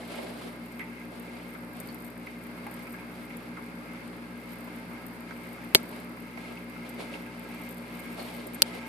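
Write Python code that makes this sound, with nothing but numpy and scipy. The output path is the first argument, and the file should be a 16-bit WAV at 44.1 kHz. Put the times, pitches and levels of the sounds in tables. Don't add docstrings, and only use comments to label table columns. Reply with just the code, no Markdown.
import sys
import numpy as np
from scipy import signal
from scipy.fft import rfft, irfft
from scipy.io import wavfile
from scipy.ndimage import uniform_filter1d

SR = 44100
rng = np.random.default_rng(int(sys.argv[2]) if len(sys.argv) > 2 else 0)


def nominal_scale(level):
    x = np.asarray(level, float) / 20
    return 10 ** x


def unload_audio(sound):
    columns = np.transpose(np.atleast_2d(sound))
    steps = np.round(np.clip(columns, -1, 1) * 32767)
    wavfile.write(sys.argv[1], SR, steps.astype(np.int16))


N = 391608
T = np.arange(N) / SR
EVENT_SAMPLES = 8192
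SIDES = np.array([[1], [-1]])
MAINS_HZ, ROTOR_HZ = 60.0132, 58.2752
TOP_HZ = 13950


def colour(x, table, column=1):
    table = np.array(table, float)
    f = np.fft.rfftfreq(x.shape[-1], 1 / SR) + 1
    db = np.interp(np.log(f), np.log(table[:, 0]), table[:, column], left=-70)
    return irfft(rfft(x) * nominal_scale(db), x.shape[-1])


def level(x, db):
    return x * nominal_scale(db) / np.sqrt(np.mean(x ** 2))


def unit_peak(x):
    return x / np.abs(x[0]).max()


def band(x, hz, width_hz):
    return signal.lfilter(*signal.iirpeak(hz, hz / width_hz, fs=SR), x)


def bright(x):
    upper = band(band(x, 12800, 3000), 12800, 3000)
    lower = band(band(x, 9250, 1900), 9250, 1900)
    return upper + 0.74 * lower


def walk(rate_hz):
    k = int(SR / rate_hz)
    steps = np.repeat(rng.standard_normal(N // k + 1), k)
    return 1.81 * uniform_filter1d(uniform_filter1d(steps, k), k)[:N]


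def decay(t, t60_s):
    return np.exp(-np.log(1000) * t / t60_s)


def fade(t60_s, rise_s=0.00026):
    t = T[:EVENT_SAMPLES]
    return rng.standard_normal((2, EVENT_SAMPLES)) * (1 - np.exp(-t / rise_s)) * decay(t, t60_s)


def add(out, sound, s):
    i = int(s * SR)
    out[:, i:i + EVENT_SAMPLES] += sound[:, :N - i]


def pan(db):
    return nominal_scale(SIDES * db / 2)


def stereo(mid_side, width=.5):
    mid, side = mid_side
    return mid + width * side * SIDES


def curve(s, db):
    return nominal_scale(np.interp(T, s, db))


def hum(hz, orders, start_rad):
    out = np.zeros((2, N))
    for k, db, left_minus_right_db in orders:
        gain = np.sqrt(2) * nominal_scale(db + 0.15 * walk(1.59))
        phase = k * (2 * np.pi * hz * T + start_rad) + k ** 2
        out += gain * pan(left_minus_right_db) * np.cos(phase)
    return out


# order, level_db, left_minus_right_db
MAINS_LINES = [(2, -57.7, 3.5), (3, -51.9, 0.6), (4, -47.8, 1.3), (5, -55.3, 0.1), (6, -61.4, 0.6),
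               (7, -61.7, 4.5), (8, -66.0, 0.5), (9, -60.0, 0.3), (10, -64.5, -4.3), (12, -72.2, 1.6),
               (16, -69.9, 4.1), (17, -71.2, 1.0), (20, -73.2, 7.1), (27, -68.9, 3.2), (34, -73.0, 2.0),
               (35, -71.5, -2.5)]


def mains_hum():
    return hum(MAINS_HZ, MAINS_LINES, 0)


# order, level_db, left_minus_right_db
ROTOR_LINES = [(1, -61.1, 0.8), (3, -57.6, -1.1), (4, -50.9, 1.8), (5, -65.7, 1.1), (6, -70.5, 1.7),
               (7, -61.6, 1.8), (8, -71.3, -1.1), (9, -69.9, 1.7)]


def rotor_hum():
    return hum(ROTOR_HZ, ROTOR_LINES, 5.22)


# pitch_hz, width_hz, gain_db
HOUSING_MODES = [(891, 13, 2), (1306, 24, 2), (1624, 27, 1.5), (2094, 78, -1.5), (2158, 83, 8.5),
                 (2360, 62, 0), (2594, 46, -5.5)]


def housing(x):
    return sum(nominal_scale(db) * band(x, hz, width_hz) * np.sqrt(100 / width_hz)
               for hz, width_hz, db in HOUSING_MODES)


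def air_pump():
    gate = (1 + 0.33 * np.cos(2 * np.pi * 2 * MAINS_HZ * T)) * nominal_scale(1.1 * walk(13))
    rattle = stereo(rng.standard_normal((2, N)) * gate)
    low = signal.lfilter(*signal.butter(2, 1900, fs=SR), rattle)
    high = rattle - low
    wavering = low * nominal_scale(1.4 * walk(12)) + high * nominal_scale(0.52 * walk(25))
    return level(housing(wavering), -53.5)


# pitch_hz, density_db, side_minus_mid_db
FLOW_COLOUR = [(20, -32, -14), (45.5, -28, -4), (90, -21, 0), (157, -7, -10.5), (316, -3.5, -9.5),
               (384, -12, -14.5), (880, -14.5, -10), (1487, -17.5, 1.5), (2640, -23.5, -6), (3100, -41, 4),
               (4840, -30, -3.5), (6160, -54.5, 7.5), (10000, -34.5, -3), (12900, -38, -8), (14000, -61, 1)]


def flow():
    mid, side = colour(rng.standard_normal((2, N)), FLOW_COLOUR)
    both = mid + colour(side, FLOW_COLOUR, column=2) * SIDES
    return level(both * nominal_scale(0.7 * walk(4)), -47)


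# time_s,
# gain_db
FIZZ_LEVEL = [(0, -66.5), (1.0, -62.5), (2.1, -62), (2.6, -63), (2.9, -62.5), (3.6, -65.5), (5.2, -63),
              (7.2, -63), (8.1, -60), (8.2, -57), (8.35, -52.5), (8.45, -70), (8.88, -61)]


def fizz(per_s=450, spread_db=4.5, t60_s=0.011):
    when, size = rng.random((2, N))
    sizes_db = -spread_db * np.log(size + 1e-4)
    flurries_db = 0.69 * walk(15) + 1.6 * walk(6.9)
    bursts = (when < per_s / SR) * nominal_scale(sizes_db + flurries_db)
    swell = signal.lfilter([1], [1, -decay(1 / SR, t60_s)], bursts)
    puffs = stereo(bright(rng.standard_normal((2, N)) * swell))
    return level(puffs, 0) * curve(*np.transpose(FIZZ_LEVEL)) * pan(9)


# pitch_hz, density_db
RUB_COLOUR = [(250, 4.5), (600, 8.5), (1500, -8.5), (3000, -5), (4600, -8.5), (6300, -20.5), (7600, -17),
              (10000, -14), (14000, -26)]
# full_s (end of attack), hold_s, gain_db
HAND_SLIDES = [(0.0, 0.21, -50), (0.12, 0.061, -49), (0.243, 0.23, -48), (1.127, 0.048, -54),
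               (1.77, 0.017, -55), (1.88, 0.027, -62), (2.254, 0.016, -57), (2.652, 0.17, -70),
               (4.35, 0.015, -79), (4.49, 0.02, -59), (5.295, 0.011, -58), (5.793, 0.012, -51),
               (5.882, 0.0079, -66), (5.943, 0.027, -55), (6.39, 0.15, -56), (6.852, 0.027, -53.5),
               (7, 0.02, -44.5), (7.13, 0.022, -49.5), (7.334, 0.79, -59.5), (8.179, 0.027, -44),
               (8.26, 0.15, -48.5), (8.467, 0.13, -58.5), (8.663, 0.012, -46), (8.753, 0.014, -47)]


def hand():
    attack_s, release_s = .025, .04
    grip_db, grip_wander_db = -58, 1.5
    rub = level(stereo(colour(rng.standard_normal((2, N)), RUB_COLOUR)), 0)
    low = signal.lfilter(*signal.butter(2, 1200, fs=SR), rub)
    high = rub - low
    drag = nominal_scale(grip_db + grip_wander_db * walk(8))
    for full_s, hold_s, db in HAND_SLIDES:
        rise = np.clip((T - full_s) / attack_s + 1, 0, 1)
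        fall = np.exp(-np.maximum(T - full_s - hold_s, 0) / release_s)
        drag = drag + nominal_scale(db) * rise * fall
    return (low * nominal_scale(1.4 * walk(60)) + high * nominal_scale(0.9 * walk(120))) * drag


# start_s, peak_db, left_minus_right_db
BUBBLE_POPS = [(.0767, -45, 8), (.6574, -46, 4.5), (.7228, -49, 4.5), (2.0453, -41.5, 4.5),
               (2.7107, -42, 5), (2.739, -39, 0), (4.6054, -43, 5), (6.891, -39.5, 7), (7.544, -42, -.5),
               (7.6171, -44, 6), (7.708, -39.5, 8), (7.7785, -43, 0), (7.951, -42, 5), (7.991, -41, 2.5),
               (8.3744, -45, 5), (8.468, -35.5, 2), (8.534, -39, 3), (8.544, -31, 4), (8.7485, -46, 5)]


def pops():
    out = np.zeros((2, N))
    for s, db, left_minus_right_db in BUBBLE_POPS:
        puff = stereo(unit_peak(bright(fade(0.04, rise_s=0.00058))))
        add(out, nominal_scale(db) * pan(left_minus_right_db) * puff, s)
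    return out


def trickle():
    per_s, level_db, spread_db, t60_s = 7, -46, 3, 0.035
    low_hz, high_hz = 600, 2600
    when, size, pitch, side = rng.random((int(per_s * N / SR), 4)).T
    return np.transpose([when * (N / SR - .2),
                         level_db + spread_db * (2 * size - 1),
                         low_hz * (high_hz / low_hz) ** pitch,
                         np.full(len(when), t60_s),
                         10 * side - 5])


# start_s, peak_db, pitch_hz, t60_s, left_minus_right_db
DULL_TICKS = [(.139, -39, 735, 0.059, -7), (.184, -41, 544, 0.085, -18), (.227, -43, 420, .04, -8),
              (0.794, -32, 2100, 0.19, 0), (1.885, -46, 4540, 0.074, -4), (2.269, -36.5, 2170, 0.098, -3),
              (2.665, -35.5, 880, .051, -1), (2.868, -41, 2350, .05, -3), (2.941, -40.5, 1580, 0.077, 11),
              (2.986, -45, 2450, 0.037, 0), (3.303, -40, 2170, 0.036, -6), (3.568, -37.5, 1310, 0.11, -3),
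              (5.308, -35.5, 1600, 0.036, -4), (6.374, -38, 770, 0.019, -13),
              (6.572, -40.5, 2650, 0.035, -4), (7.001, -36.5, 550, 0.052, -10),
              (7.138, -37, 2800, 0.012, -4), (7.15, -38, 583, 0.057, 3), (8.189, -44, 4300, 0.2, 5),
              (8.192, -42, 700, .05, -3)]


def ticks():
    width_hz, housing_db, dull_hz = 400, -3.5, 2550
    crack_db, crack_t60_s, crack_hz = -6.5, .03, 1500
    out = np.zeros((2, N))
    dull = signal.butter(4, dull_hz, fs=SR, output="sos")
    for s, db, hz, t60_s, left_minus_right_db in [*DULL_TICKS, *trickle()]:
        gains = nominal_scale(db) * pan(left_minus_right_db)
        own = band(band(fade(t60_s, rise_s=0.001), hz, width_hz), hz, width_hz)
        woken = housing(signal.sosfilt(dull, fade(t60_s)))
        body = unit_peak(own) + nominal_scale(housing_db) * unit_peak(woken)
        crack = unit_peak(band(fade(crack_t60_s, rise_s=0.00024), crack_hz, 0.69 * crack_hz))
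        add(out, gains * nominal_scale(crack_db) * crack[0], s)
        add(out, gains * stereo(body, 0.54), s)
    return out


def bend(table, lag_s, lead=64):
    f = np.fft.rfftfreq(EVENT_SAMPLES, 1 / SR)
    hz, db = np.transpose(table)
    half = EVENT_SAMPLES // 2
    ceps = irfft(np.log(nominal_scale(np.interp(np.log(f + 1), np.log(hz), db))))
    ceps[1:half] *= 2
    ceps[half + 1:] = 0
    turns = lag_s * (2 * np.sqrt(TOP_HZ * f) - f) + f * lead / SR
    click = irfft(np.exp(rfft(ceps) - 2j * np.pi * turns))
    click = click * (np.arange(EVENT_SAMPLES) < 2048)
    return click / np.abs(click).max()


def ring(hz, t60_s, lag_s=0.):
    t = np.maximum(T[:EVENT_SAMPLES] - lag_s, 0)
    return np.sin(2 * np.pi * hz * t) * (1 - np.exp(-7 * hz * t)) * decay(t, t60_s)


# start_s, peak_db, thump_db, side_minus_mid_db, sweep_lag_s, thump_pitch_ratio, side_delay_s, wash_db
CASE_SNAPS = [(5.7485, 4, -12.5, -2.5, 0.00078, 1.05, 0, -22),
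              (8.6204, 1, -23.5, -1.5, .0006, 1.5, .00009, -47)]
# pitch_hz, density_db
SNAP_MID_COLOURS = [
    [(40, -55), (120, -29), (200, -34), (532, 0), (700, -4), (1120, -8.5), (2600, 2.5), (3300, 7.5),
     (3780, 1.5), (4150, 4), (4600, -6), (4900, -1), (6200, -16), (7350, -3), (8100, -12), (8660, -5),
     (10700, -9), (12300, -1), (13600, 1), (14000, -12)],
    [(40, -62), (200, -32), (600, -20), (1100, -20), (1430, -11), (2130, -14), (2800, 4.5), (3500, 3.5),
     (3920, -0.5), (4500, 8.5), (4900, 5.5), (5600, 3.5), (7000, -15.5), (7900, 1), (8600, -39),
     (10100, -0.5), (11900, -2.5), (12350, -22), (12900, 0), (13700, 1), (14000, -27)],
]
# pitch_hz, density_db
SNAP_SIDE_COLOURS = [
    [(40, -45), (250, -12), (600, -12), (1700, -16), (2200, -8), (3400, -6), (4300, 1), (4700, -3),
     (5200, -12), (6500, -17), (10200, -6), (11400, -14), (14000, -22)],
    [(40, -45), (200, -18), (350, -15), (1000, -24), (2200, -18), (3400, -10), (4500, 1), (5000, -4),
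     (6100, -19), (7000, -10), (7800, -13), (9400, -6), (11500, -9), (14000, -24)],
]
# pitch_hz, gain_db, t60_s
THUMP_MODES = [(150, -15, 0.042), (374, -2, 0.027), (598, -14, 0.053), (860, -15, 0.027),
               (2100, -21, 0.068)]


def snaps():
    out = np.zeros((2, N))
    lead_s = 64 / SR
    for snap, mid_colour, side_colour in zip(CASE_SNAPS, SNAP_MID_COLOURS, SNAP_SIDE_COLOURS):
        s, db, thump_db, side_db, lag_s, pitch, delay_s, wash_db = snap
        add(out, nominal_scale(db) * bend(mid_colour, lag_s)[None], s - lead_s)
        add(out, nominal_scale(db + side_db) * bend(side_colour, 0.8 * lag_s) * SIDES, s + delay_s - lead_s)
        thump = sum(nominal_scale(g) * ring(hz * pitch, t60_s, 0.0018) for hz, g, t60_s in THUMP_MODES)
        mid, side = band(fade(0.07), 4100, 8000)
        wash = nominal_scale(wash_db) * (0.12 * mid + side * SIDES)
        add(out, nominal_scale(db) * (nominal_scale(thump_db) * pan(3) * thump + wash), s)
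    return out


# time_s, hum_gain_db, housing_gain_db
PHONE_DRIFT = [(0, 0, -0.5), (6.3, 0, 1), (7.3, 1, 4), (8.1, 1, 3.5), (8.88, 1, 6.5)]


def scene():
    s, hum_db, housing_db = np.transpose(PHONE_DRIFT)
    lines = mains_hum() + rotor_hum()
    pumps = lines * curve(s, hum_db) + air_pump() * curve(s, housing_db)
    return pumps + flow() + fizz() + hand() + pops() + ticks() + snaps()


def roll_off(x):
    return signal.sosfilt(signal.butter(12, 14700, fs=SR, output="sos"), x)


def record(dry):
    lag, clip_at = 221, .9
    side = signal.lfilter(*signal.butter(1, 269, "high", fs=SR), (dry[0] - dry[1]) / 2)
    late = np.concatenate([np.zeros(lag), side[:-lag]])
    wide = np.clip(dry + late * SIDES, -clip_at, clip_at)
    cut = signal.sosfiltfilt(signal.ellip(8, .1, 40, TOP_HZ, fs=SR, output="sos"), wide)
    return roll_off(cut)


dry = scene()
out = record(dry)
unload_audio(out)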